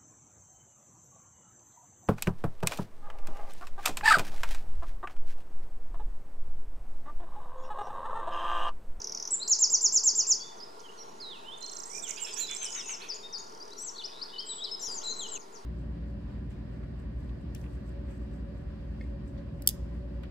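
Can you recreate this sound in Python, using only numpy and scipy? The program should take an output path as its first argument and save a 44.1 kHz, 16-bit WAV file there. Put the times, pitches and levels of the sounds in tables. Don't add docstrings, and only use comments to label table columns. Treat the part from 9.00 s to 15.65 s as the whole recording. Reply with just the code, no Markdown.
import sys
import numpy as np
from scipy import signal
from scipy.io import wavfile
from scipy.ndimage import uniform_filter1d

SR = 44100
rng = np.random.default_rng(int(sys.argv[2]) if len(sys.argv) > 2 else 0)


def bounce(signal):
    frames = np.transpose(np.atleast_2d(signal))
    limited = np.clip(frames, -1, 1)
    pcm = np.round(limited * 32767).astype(np.int16)
    wavfile.write(sys.argv[1], SR, pcm)


def level_to_linear(level):
    exponent = np.asarray(level, float) / 20
    return 10 ** exponent


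N = 293265
STROKE_S = .0055

# t/s from its start, f/Hz, level/dB
HOOK = [(0, 5830, -37), (.007, 7050, -41), (.044, 6790, -35.5), (.074, 6200, -36.5), (.101, 5180, -37)]
VEE = [(0, 6380, -48), (.015, 5280, -36), (.04, 4420, -39.5), (.053, 4880, -44), (.062, 7130, -45.5),
       (.085, 6400, -46)]
RISE = [(0, 4000, -39), (.005, 4480, -35), (.014, 4900, -33), (.028, 5660, -40.5)]
DROOP = [(-.007, 5340, -62), (0, 7540, -40.5), (.008, 7690, -39.5), (.02, 7310, -56), (.03, 7400, -35.5),
         (.055, 6920, -37), (.077, 6100, -31.5)]


def evened(x):
    return x / np.sqrt(np.mean(x ** 2) + 1e-20)


def read(points, hz):
    f, value = np.transpose(points)
    return np.interp(np.log(hz + 1), np.log(f + 1), value)


def drift(size, span):
    return evened(np.convolve(rng.standard_normal(size + span - 1), np.hanning(span), "valid"))


def add(mix, s, sound, pan_db):
    left = 1 / (1 + level_to_linear(-2 * pan_db))
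    part = mix[:, max(round(s * SR), 0):][:, :len(sound)]
    part += np.sqrt([[2 * left], [2 - 2 * left]]) * sound[:part.shape[1]]


def resonate(x, hz, width):
    return signal.lfilter(*signal.iirpeak(hz, hz / width, SR), x)


def syrinx(hz, overtone_db):
    breath = evened(1.1 + drift(len(hz), span=50))
    wavering_hz = hz * (1 + .004 * drift(len(hz), span=110))
    phase = 2 * np.pi * (np.cumsum(wavering_hz) / SR + rng.random())
    return np.sin(phase) + level_to_linear(overtone_db) * breath * np.sin(2 * phase)


def whistle(rows, overtone_db=-38, purity=0.23):
    s, hz, db = np.transpose(rows)
    t = np.arange(s[0], s[-1], 1 / SR)
    hz = uniform_filter1d(np.interp(t, s, hz), 130, mode="nearest")
    db = np.interp(t, s, db)
    ends = np.clip(np.minimum(t - s[0], s[-1] - t) / .003, 0, 1)
    far = np.clip((-44 - db.max()) / 10, 0, 1)
    flutter_db = (1.1 + 3.5 * far) * drift(len(t), span=350)
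    hz = hz * (1 + .016 * far * drift(len(t), span=300))
    voice = syrinx(hz, overtone_db - purity * (db - db.mean()))
    return level_to_linear(db + flutter_db) * voice * np.sin(np.pi / 2 * ends)


def chip(mix, s, length, start_hz, end_hz, db, pan_db, overtone_db=-22):
    u = np.linspace(-.65, .65, round(1.3 * length * SR))
    hz = (start_hz + end_hz) / 2 + u * (end_hz - start_hz)
    swell = np.hanning(len(u)) * level_to_linear(db + 2.5 + 1.5 * u)
    add(mix, s - len(u) / SR / 2, swell * syrinx(hz, overtone_db), pan_db)


def glide(start, length, start_hz, end_hz, db, shape):
    glide_shapes = {"even": (1.01, 1, 0.87), "early": (0.36, 4.4, 8.6), "late": (3.2, 5.7, 0.98)}
    power, swell_db, dip_db = glide_shapes[shape]
    u = np.linspace(0, 1, num=12)
    hz = start_hz + (end_hz - start_hz) * u ** power
    level_db = db + swell_db * (u - .5) - dip_db * (2 * u - 1) ** 2
    return np.transpose([start + u * length, hz, level_db])


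def hum():
    # f/Hz, density level/dB
    wash_curve = [(25, -19), (110, -22), (200, -10), (560, -16.5), (750, -5), (1200, -12.5), (2500, -25),
                  (4500, -22.5), (7000, -28), (10000, -31), (13500, -41), (15200, -38)]
    # f/Hz, width/Hz, level/dB
    drone_peaks = [(421.5, 95, -58), (642, 60, -59), (890, 28, -58), (1032, 245, -57.5), (1399, 11.3, -63)]
    # f/Hz, phase/rad
    port_lead = [(470, -.3), (620, -2.9), (1400, -3.1), (2000, -6.1), (8000, -6.3)]
    # f/Hz, likeness 0-1
    port_likeness = [(60, .8), (400, .9), (1000, .62), (14000, .2)]
    # f/Hz, left minus right level/dB
    port_balance = [(180, -1.5), (380, 4), (700, 0), (8000, -3), (14000, 0)]
    frames, hz = N // 256 + 5, np.fft.rfftfreq(1024, 1 / SR)
    a, b, c, d, patches = rng.standard_normal((frames, 513, 5)).T
    patches = evened(uniform_filter1d(uniform_filter1d(patches, 8, 0), 12, 1))
    wash = level_to_linear(read(wash_curve, hz))
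    power = (level_to_linear(-53) * wash) ** 2 / np.sum(wash ** 2)
    for f, width, db in drone_peaks:
        bell = np.exp(-(2 * (hz - f) / width) ** 2)
        power = power + level_to_linear(2 * db) * bell / bell.sum()
    same = np.clip(read(port_likeness, hz), 0, 1)[:, None]
    left = a + 1j * b
    right = same * left + np.sqrt(1 - same ** 2) * (c + 1j * d)
    right = right * np.exp(-1j * read(port_lead, hz))[:, None]
    lean = level_to_linear(read(port_balance, hz) / 2)[:, None]
    z = np.array([left * lean, right / lean]) * np.sqrt(power)[:, None] * level_to_linear(1.61 * patches)
    noise = signal.istft(z, nperseg=1024, noverlap=768)[1][:, :N]
    return np.sqrt(power.sum()) * evened(noise)


def wood(x, wet_db, near=0.42):
    # t/s, level/dB
    trunk_echoes = [(.0021, -17.5), (.0045, -13.5), (.0075, -19.5), (.033, -35.5), (.035, -13),
                    (.039, -21.5), (.052, -27)]
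    # f/Hz, t60/s
    decay_times = [(2500, 0.87), (8000, 0.47), (14000, 0.36)]
    taps = np.zeros((2, 30000))
    at = np.arange(100, 30000, 20) + rng.integers(0, 20, (2, 1495))
    np.put_along_axis(taps, at, rng.choice([-1., 1.], at.shape), 1)
    taps *= level_to_linear(2.1 * drift(taps.shape[1], span=900))
    s = np.arange(taps.shape[1]) / SR
    taps *= 1 + near * np.exp(-(s / 0.038) ** 2)
    taps[1] = 0.63 * taps[0] + 0.76 * taps[1]
    hz, t, z = signal.stft(taps, SR, nperseg=256)
    decay = level_to_linear(-60 * t / read(decay_times, hz)[:, None])
    tail = signal.istft(z * decay, SR, nperseg=256)[1]
    tail *= level_to_linear(wet_db) / np.linalg.norm(tail, axis=1)[:, None]
    for delay, db in trunk_echoes:
        tail[:, round(delay * SR)] += level_to_linear(db) * min(near + 0.22, 1)
    spread = 0.6 * x + 0.43 * x[::-1]
    return x + signal.oaconvolve(spread, tail, axes=1)[:, :N]


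def ports(x):
    high_pass = signal.butter(4, 10500, "high", fs=SR, output="sos")
    treble = signal.sosfiltfilt(high_pass, x[1])
    return x - [[.35], [0]] * treble


def distant_reel():
    u = np.linspace(0, 1, round(.46 * SR))
    hiss = resonate(resonate(rng.standard_normal(len(u)), 6550, 500), 6600, 700)
    mix = np.zeros((2, N))
    add(mix, 1.8, level_to_linear(-70.5 + 5.3 * u) * evened(hiss) * signal.windows.tukey(len(u), .2), -4)
    return mix


def far_bird():
    # t/s from its start, f/Hz, level/dB
    falling_note = [(0, 7380, -69), (.025, 6640, -51), (.04, 5600, -53), (.057, 4280, -55)]
    fall_times = [
        5.98,
        6.098,
        6.235,
        6.375,
        6.52,
    ]
    mix = np.zeros((2, N))
    for at in fall_times:
        add(mix, at, whistle(falling_note), 15)
    return mix


def chatter():
    # t/s, length/s, level/dB
    rasps = [
        (3.064, 0.05, -48),
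        (3.169, 0.035, -45.5),
        (3.255, 0.055, -46.5),
        (3.355, 0.062, -47),
        (3.484, 0.048, -46.5),
        (3.604, 0.052, -46.5),
        (3.74, 0.066, -48.5),
        (3.885, 0.034, -46),
        (3.994, 0.07, -49),
        (4.107, 0.017, -60),
    ]
    # f/Hz, width/Hz, level/dB
    throat = [(2450, 750, 10), (3000, 700, 7), (1750, 700, 1.5), (9500, 4100, -12)]
    mix = np.zeros((2, N))
    for at, length, db in rasps:
        n = round(length * SR)
        turns = np.cumsum(330 * (1 + 0.42 * drift(n, span=150))) / SR
        drive = (0.18 + np.exp(-(turns % 1) / 0.25)) * rng.standard_normal(n)
        gape = rng.normal(1, .06)
        rasp = np.zeros(n)
        for f, width, gain_db in throat:
            rasp += level_to_linear(gain_db) * resonate(resonate(drive, gape * f, width), gape * f, width)
        add(mix, at, level_to_linear(db) * evened(rasp) * signal.windows.tukey(n, .6), -12)
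    return mix


def gabble():
    mix = np.zeros((2, N))
    for when, high, span, loud in rng.random((160, 4)):
        hz = 5600 + 3200 * high
        half_hz = 2400 * (span - .5)
        chip(mix, 2.85 + when, STROKE_S, hz - half_hz, hz + half_hz, -52 + 8 * loud, -44.0, overtone_db=-20.0)
    return mix


def buzzes(mix):
    buzz_rows = [
        (4.95, 4.985, 3500, 3570, 140, -59),
        (5.11, 5.209, 3490, 4040, 130, -53),
        (5.28, 5.375, 3510, 3820, 120, -54.5),
    ]
    for start, end, start_hz, end_hz, rate, db in buzz_rows:
        length = end - start
        u = np.linspace(0, 1, round(length * SR))
        throb = np.maximum(np.cos(2 * np.pi * rate * (1 - u) * length - 3.6), 0) ** 1.2
        voice = syrinx(start_hz + u * (end_hz - start_hz), -40)
        add(mix, start, level_to_linear(db + 6.6 + 4.4 * u) * throb * voice, 5)


def far_trills(mix):
    trill_rows = [
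        (4.4195, 4.74, 38.2, -49, 7),
    ]
    for first, last, rate, db, pan_db in trill_rows:
        for at in np.arange(first, last, 1 / rate):
            chip(mix, at, STROKE_S, 6900, 4480, db, pan_db)


def twitter(mix):
    # centre t/s, f/Hz at start and end, level/dB
    quick_strokes = [(2.5855, 6900, 9600, -48), (3.079, 5170, 7350, -37), (3.083, 5170, 7500, -36),
                     (3.089, 5660, 7760, -32), (3.312, 8100, 5000, -42), (3.163, 4900, 7340, -36),
                     (3.238, 6550, 8900, -33), (3.327, 4730, 7560, -42), (3.332, 5340, 7900, -39),
                     (3.337, 5050, 7400, -40), (3.513, 8300, 5750, -28.5), (3.534, 7050, 6450, -35),
                     (3.543, 7140, 9060, -39), (3.55, 7570, 7160, -29), (3.56, 7800, 8240, -46),
                     (3.565, 4970, 6140, -34), (3.569, 7730, 7200, -29), (3.632, 6500, 8860, -29),
                     (3.646, 6270, 8000, -28.5), (3.654, 9600, 6850, -29), (3.663, 8760, 9300, -38),
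                     (3.688, 8240, 4120, -42), (3.706, 8830, 4770, -34), (3.752, 6150, 7700, -32),
                     (3.766, 5400, 9100, -42), (3.911, 8230, 7240, -39), (3.919, 8040, 7000, -37),
                     (3.927, 7100, 7900, -35)]
    # centre t/s, f/Hz at start and end, level/dB
    slow_strokes = [(2.579, 6200, 6800, -51), (2.609, 7300, 9000, -56), (2.61, 6750, 7650, -46),
                    (3.071, 5440, 7450, -41), (3.095, 8450, 5760, -32), (3.109, 8440, 4900, -29.5),
                    (3.203, 6000, 7500, -44), (3.212, 7500, 9300, -40), (3.472, 4770, 5200, -42),
                    (3.493, 5700, 4860, -42), (3.728, 4860, 5640, -38), (3.751, 4850, 6100, -39)]
    # delay t/s, length/s, f/Hz at start and end, relative level/dB
    stroke_figures = [
        [(-.004, .005, 7000, 4830, -5.5), (0, 0.007, 7600, 4700, 0), (.015, 0.006, 7200, 9500, -10),
         (.02, 0.0075, 7240, 7660, -5)],
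        [(-.004, 0.0071, 7700, 6100, -1), (.003, 0.012, 6400, 5100, 3.5), (-0.0064, 0.0056, 9000, 6600, -1)],
    ]
    # t/s of first and last, gap/s, first and last level/dB
    figure_repeats = [
        (2.6295, 2.842, .035, -40, -34),
        (2.899, 3.013, .0164, -45.5, -39.5),
    ]
    for length, strokes in [(.0034, quick_strokes), (.0099, slow_strokes)]:
        for at, *stroke in strokes:
            chip(mix, at, length, *stroke, -26.0)
    for figure, (first, last, gap, first_db, last_db) in zip(stroke_figures, figure_repeats):
        for at in np.arange(first, last, gap):
            db = np.interp(at, [first, last], [first_db, last_db]) + rng.normal(0, 1.5)
            for delay, *sweep, relative_db in figure:
                stroke_s = at + delay + rng.normal(0, 0.00073)
                chip(mix, stroke_s, *sweep, db + relative_db + rng.normal(0, 2.5), -24.0)


def whistlers():
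    # t/s, f/Hz, level/dB
    wren_notes = [
        [(0.305, 6900, -30), (0.311, 7900, -32), (0.32, 8000, -24.5), (0.335, 7650, -23), (0.343, 7210, -24.5),
         (0.356, 7240, -27)],
        [(0.397, 3740, -47), (0.415, 3975, -38), (0.431, 4180, -27.5), (0.436, 5020, -39), (0.441, 4400, -38)],
    ]
    right_warbles = { (-6.5, -36): [[(1.39, 3330, -58), (1.42, 3380, -55), (1.45, 3510, -47),
                     (1.51, 3510, -57.5), (1.56, 3470, -66)], [(1.972, 6250, -55), (1.99, 5620, -51),
                     (2.025, 5690, -41), (2.03, 5650, -46), (2.038, 4700, -55)], [(2.613, 4100, -42.5),
                     (2.645, 4137, -33.5), (2.658, 4260, -57), (2.685, 4260, -43.5), (2.715, 4380, -55)],
                     [(2.197, 4200, -55), (2.208, 5170, -41), (2.222, 4300, -43), (2.255, 3890, -42.5),
                     (2.3, 3790, -44.5), (2.32, 3560, -40.5), (2.345, 2940, -49), (2.375, 2570, -56.5),
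                     (2.44, 2560, -64)], [(2.44, 2650, -58), (2.46, 2900, -53), (2.485, 3060, -41),
                     (2.51, 3100, -48), (2.53, 3560, -41.5), (2.556, 3640, -42)], [(2.86, 1843, -66),
                     (2.9, 2000, -62), (2.92, 2210, -54), (2.945, 2380, -51), (2.985, 2415, -48.5)]],
                     (-21, -19): [[(3.35, 5460, -50), (3.375, 5650, -37), (3.39, 6520, -32),
                     (3.41, 7200, -29), (3.45, 7240, -38)], [(3.36, 6600, -51), (3.378, 6700, -38),
                     (3.395, 6970, -36), (3.413, 7420, -33)]]}
    left_warbles = { (7, -44): [[(5.457, 8200, -49), (5.468, 7530, -46), (5.482, 7650, -42),
                    (5.497, 7970, -37), (5.52, 7790, -36), (5.546, 7807, -45), (5.6, 7700, -43)],
                    [(3.576, 6210, -46), (3.6, 6350, -35.5), (3.63, 6200, -38.5), (3.648, 5950, -36.5),
                    (3.675, 4950, -36.5)], [(4.78, 6600, -44), (4.795, 7400, -45), (4.82, 8090, -39),
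                    (4.86, 7370, -38), (4.9, 5270, -35)]], (6.4, -21): [[(4.765, 6200, -51),
                    (4.78, 5650, -47), (4.79, 5850, -41), (4.803, 5600, -42), (4.812, 5930, -44),
                    (4.835, 6240, -43)], [(5.808, 6350, -40.5), (5.835, 5550, -34.5), (5.86, 5730, -38),
                    (5.885, 5040, -36), (5.945, 4560, -37.5)]], (3.5, -36): [[(4.94, 4420, -57),
                    (4.962, 4380, -47), (4.973, 3970, -38)], [(4.979, 4770, -43), (4.99, 4070, -35),
                    (5.0, 3560, -41.5), (5.012, 3480, -39), (5.021, 2400, -55)], [(5.32, 2760, -69),
                    (5.34, 3050, -41), (5.357, 2933, -47), (5.366, 2984, -39), (5.375, 2964, -50),
                    (5.393, 3020, -42), (5.405, 3176, -40), (5.446, 3145, -44.5)], [(5.488, 3700, -51),
                    (5.496, 4070, -38), (5.52, 3740, -38), (5.537, 3410, -42)], [(5.58, 3230, -46),
                    (5.605, 3350, -46), (5.625, 3810, -34.5), (5.65, 4040, -34.5), (5.662, 3700, -42),
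                    (5.68, 3060, -49), (5.7, 3040, -45)], [(6.025, 2450, -51), (6.035, 4280, -44),
                    (6.05, 3884, -38), (6.066, 4150, -33), (6.078, 3900, -32.5), (6.084, 4080, -32),
                    (6.092, 3900, -38), (6.105, 4120, -32.5), (6.135, 4184, -38.5)], [(6.185, 4025, -46),
                    (6.2, 4090, -33), (6.22, 3340, -42), (6.27, 2900, -41)]]}
    left_bird = {"even": [(5.638, 0.022, 5570, 4160, -33.5), (5.712, 0.042, 5250, 5060, -33.5),
                 (5.862, .014, 4230, 3260, -54), (5.876, 0.022, 3220, 3150, -58),
                 (6.012, 0.012, 2700, 3560, -53)]}
    middle_bird = {"even": [(1.405, 0.033, 4510, 4690, -39.5), (4.015, 0.018, 3900, 4580, -46),
                   (4.712, 0.023, 3800, 4170, -46.5), (4.733, 0.0067, 4200, 4940, -43),
                   (5.021, 0.0079, 2890, 3120, -42.5), (5.08, 0.027, 2410, 2760, -59),
                   (6.35, 0.03, 3080, 2520, -47), (6.315, 0.061, 2890, 3680, -55)],
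                   "early": [(4.228, 0.048, 3660, 3700, -43)], "late": [(3.27, .073, 5300, 4660, -45),
                   (4.605, 0.03, 4660, 5500, -42.5)]}
    right_bird = {"even": [(1.19, 0.066, 3300, 2540, -57), (1.575, 0.011, 6100, 6500, -56),
                  (1.588, .009, 6400, 4250, -54.5), (1.599, .01, 5700, 4250, -45),
                  (1.608, 0.011, 5000, 4720, -44), (1.621, 0.023, 4900, 5350, -42),
                  (1.79, 0.011, 3630, 7150, -55), (1.802, .007, 7100, 4100, -50),
                  (1.838, 0.041, 3240, 2980, -52), (1.884, .03, 2750, 3100, -55.5),
                  (1.976, .025, 4580, 3880, -59), (3.031, 0.045, 3690, 2820, -44),
                  (3.481, 0.067, 3485, 3468, -40.5), (3.655, 0.046, 3035, 2985, -40.5)],
                  "early": [(1.808, 0.031, 4240, 3300, -67), (3.401, 0.066, 4610, 3870, -35.5)],
                  "late": [(3.771, .05, 3790, 2940, -45)]}
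    far_right_bird = {"even": [(3.17, 0.017, 4500, 5340, -42.5), (3.245, 0.014, 5330, 5570, -32.5),
                      (3.337, 0.012, 7980, 7600, -33.5), (3.88, 0.011, 5840, 6150, -41)],
                      "early": [(3.215, 0.022, 7350, 7400, -29.5)],
                      "late": [(3.022, 0.028, 7700, 7260, -34.5), (3.882, 0.013, 8850, 8650, -51),
                      (3.895, .016, 8250, 7800, -50)]}
    # t/s, pitch factor, effort level/dB
    song = [
        (HOOK, [(3.716, 0.96, -0.2), (3.857, 0.97, -0.3)]),
        (VEE, [(4.085, 1.01, 4), (4.325, 0.99, 3.5)]),
        (RISE, [(5.037, 1.04, 1), (5.214, 0.98, 1.3), (5.381, 0.99, 1)]),
        (DROOP, [(5.798, 0.98, -2), (5.916, 0.99, -1), (6.04, 1, -0.5), (6.163, 1.03, -2.5), (6.289, 1.02, -1.5)]),
    ]
    # t/s, length/s, f/Hz at both ends, f/Hz in the middle, level/dB
    arches = [
        (3.167, 0.1, 2440, 2970, -46.5),
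        (3.822, 0.12, 2840, 2593, -49),
    ]
    left_db, right_db = 7, -6.5
    birds = [(left_bird, left_db), (middle_bird, 4.5), (right_bird, right_db), (far_right_bird, -24)]

    notes = [(rows, 1.5) for rows in wren_notes]
    for bird, pan_db in birds:
        for shape in bird:
            notes += [(glide(*row, shape), pan_db) for row in bird[shape]]
    for shape, repeats in song:
        for at, factor, db in repeats:
            notes.append((np.array(shape) * [1, factor, 1] + [at, 0, db], left_db))
    u = np.linspace(0, 1, num=12)
    arch = 1 - (2 * u - 1) ** 2
    for start, length, ends_hz, middle_hz, db in arches:
        hz = ends_hz + (middle_hz - ends_hz) * arch
        level_db = db + 5 * (.5 - arch)
        notes.append((np.transpose([start + u * length, hz, level_db]), right_db))

    mix = np.zeros((2, N))
    for (pan_db, overtone_db), warbles in {**right_warbles, **left_warbles}.items():
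        for rows in warbles:
            add(mix, rows[0][0], whistle(rows, overtone_db, purity=-.7), pan_db)
    for rows, pan_db in notes:
        overtone_db = -19 if pan_db < -10 else -36
        add(mix, rows[0][0], whistle(rows, overtone_db), pan_db)
    return mix


def chorus():
    mix = whistlers()
    twitter(mix)
    far_trills(mix)
    buzzes(mix)
    return mix


def wren():
    # centre t/s, level/dB
    trill = [(0.019, -31.5), (0.045, -28.5), (0.0732, -30), (0.0968, -32.5), (0.1236, -30.5), (0.15, -28.5),
             (0.175, -30.5), (0.201, -31), (0.227, -29), (0.254, -31.5), (0.2767, -29)]
    # t/s from its start, f/Hz, level/dB
    swoop = [(-.003, 4140, -33), (.004, 7120, -24.5), (.01, 7543, -26), (0.027, 7204, -23.5),
             (.037, 6900, -16.5), (.047, 6240, -16.5), (.056, 5320, -18.5), (0.071, 4520, -35),
             (0.08, 4480, -40)]
    # t/s, effort level/dB
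    swoop_times = [
        (0.478, -1),
        (0.588, 0),
        (0.699, -1),
        (0.81, -0.5),
        (0.9219, -0.5),
        (1.035, 0),
        (1.151, -1.5),
        (1.268, -1),
    ]
    mix = np.zeros((2, N))
    for at, level_db in [(.002, -40)] + trill:
        start_hz, end_hz = 6900 + rng.normal(0, 150), 4650 + rng.normal(0, 150)
        chip(mix, at, STROKE_S, start_hz, end_hz, level_db, -1.4, overtone_db=-28.5)
    s, hz, db = np.transpose(swoop)
    for at, effort_db in swoop_times:
        level_db = db + effort_db + rng.normal(0, .8, len(s))
        rows = np.transpose([s, hz * rng.normal(1, .006), level_db])
        add(mix, at + s[0], whistle(rows, overtone_db=-32.5, purity=1.0), -1.1)
    return mix


def scene():
    second_starts, first_ends = 5.878, 6.378
    t = np.arange(N) / SR
    first = wood(wren(), -6.5, near=1.87) + wood(ports(chorus()), -6.5)
    first += ports(wood(chatter() + gabble(), -0.18))
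    first += distant_reel() + hum() - .0031
    second = wood(far_bird(), -0.88) + level_to_linear(-1.0) * hum() - .003
    return first * (t < first_ends) + second * (t >= second_starts)


def masked_treble(x):
    mask_db, spread_db, from_hz, slope_db = -36, 5, 8200, -2.6
    hz, t, z = signal.stft(x, SR, nperseg=2048, noverlap=1024)
    band = np.arange(len(hz)) // 24
    power = np.add.reduceat((abs(z) ** 2).sum(0), np.arange(0, len(hz), 24), axis=0)
    under_db = 10 * np.log10(power / power.max(0) + 1e-20)
    luck_db = spread_db * rng.standard_normal((len(t), len(power))).T
    threshold_db = mask_db + slope_db * (hz - from_hz) / 1000
    dropped = (under_db + luck_db)[band] < threshold_db[:, None]
    dropped = dropped & (hz > from_hz)[:, None]
    return signal.istft(z * ~dropped, SR, nperseg=2048, noverlap=1024)[1][:, :N]


def low_pass(x):
    return signal.sosfilt(signal.butter(12, 15800, fs=SR, output="sos"), x)


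def record(dry):
    edge = signal.butter(12, 15300, fs=SR, output="sos")
    offset = dry.mean(axis=1)[:, None]
    limited = signal.sosfiltfilt(edge, dry) - offset
    mix = masked_treble(limited) + offset
    return low_pass(mix)


dry = scene()
out = record(dry)
bounce(out)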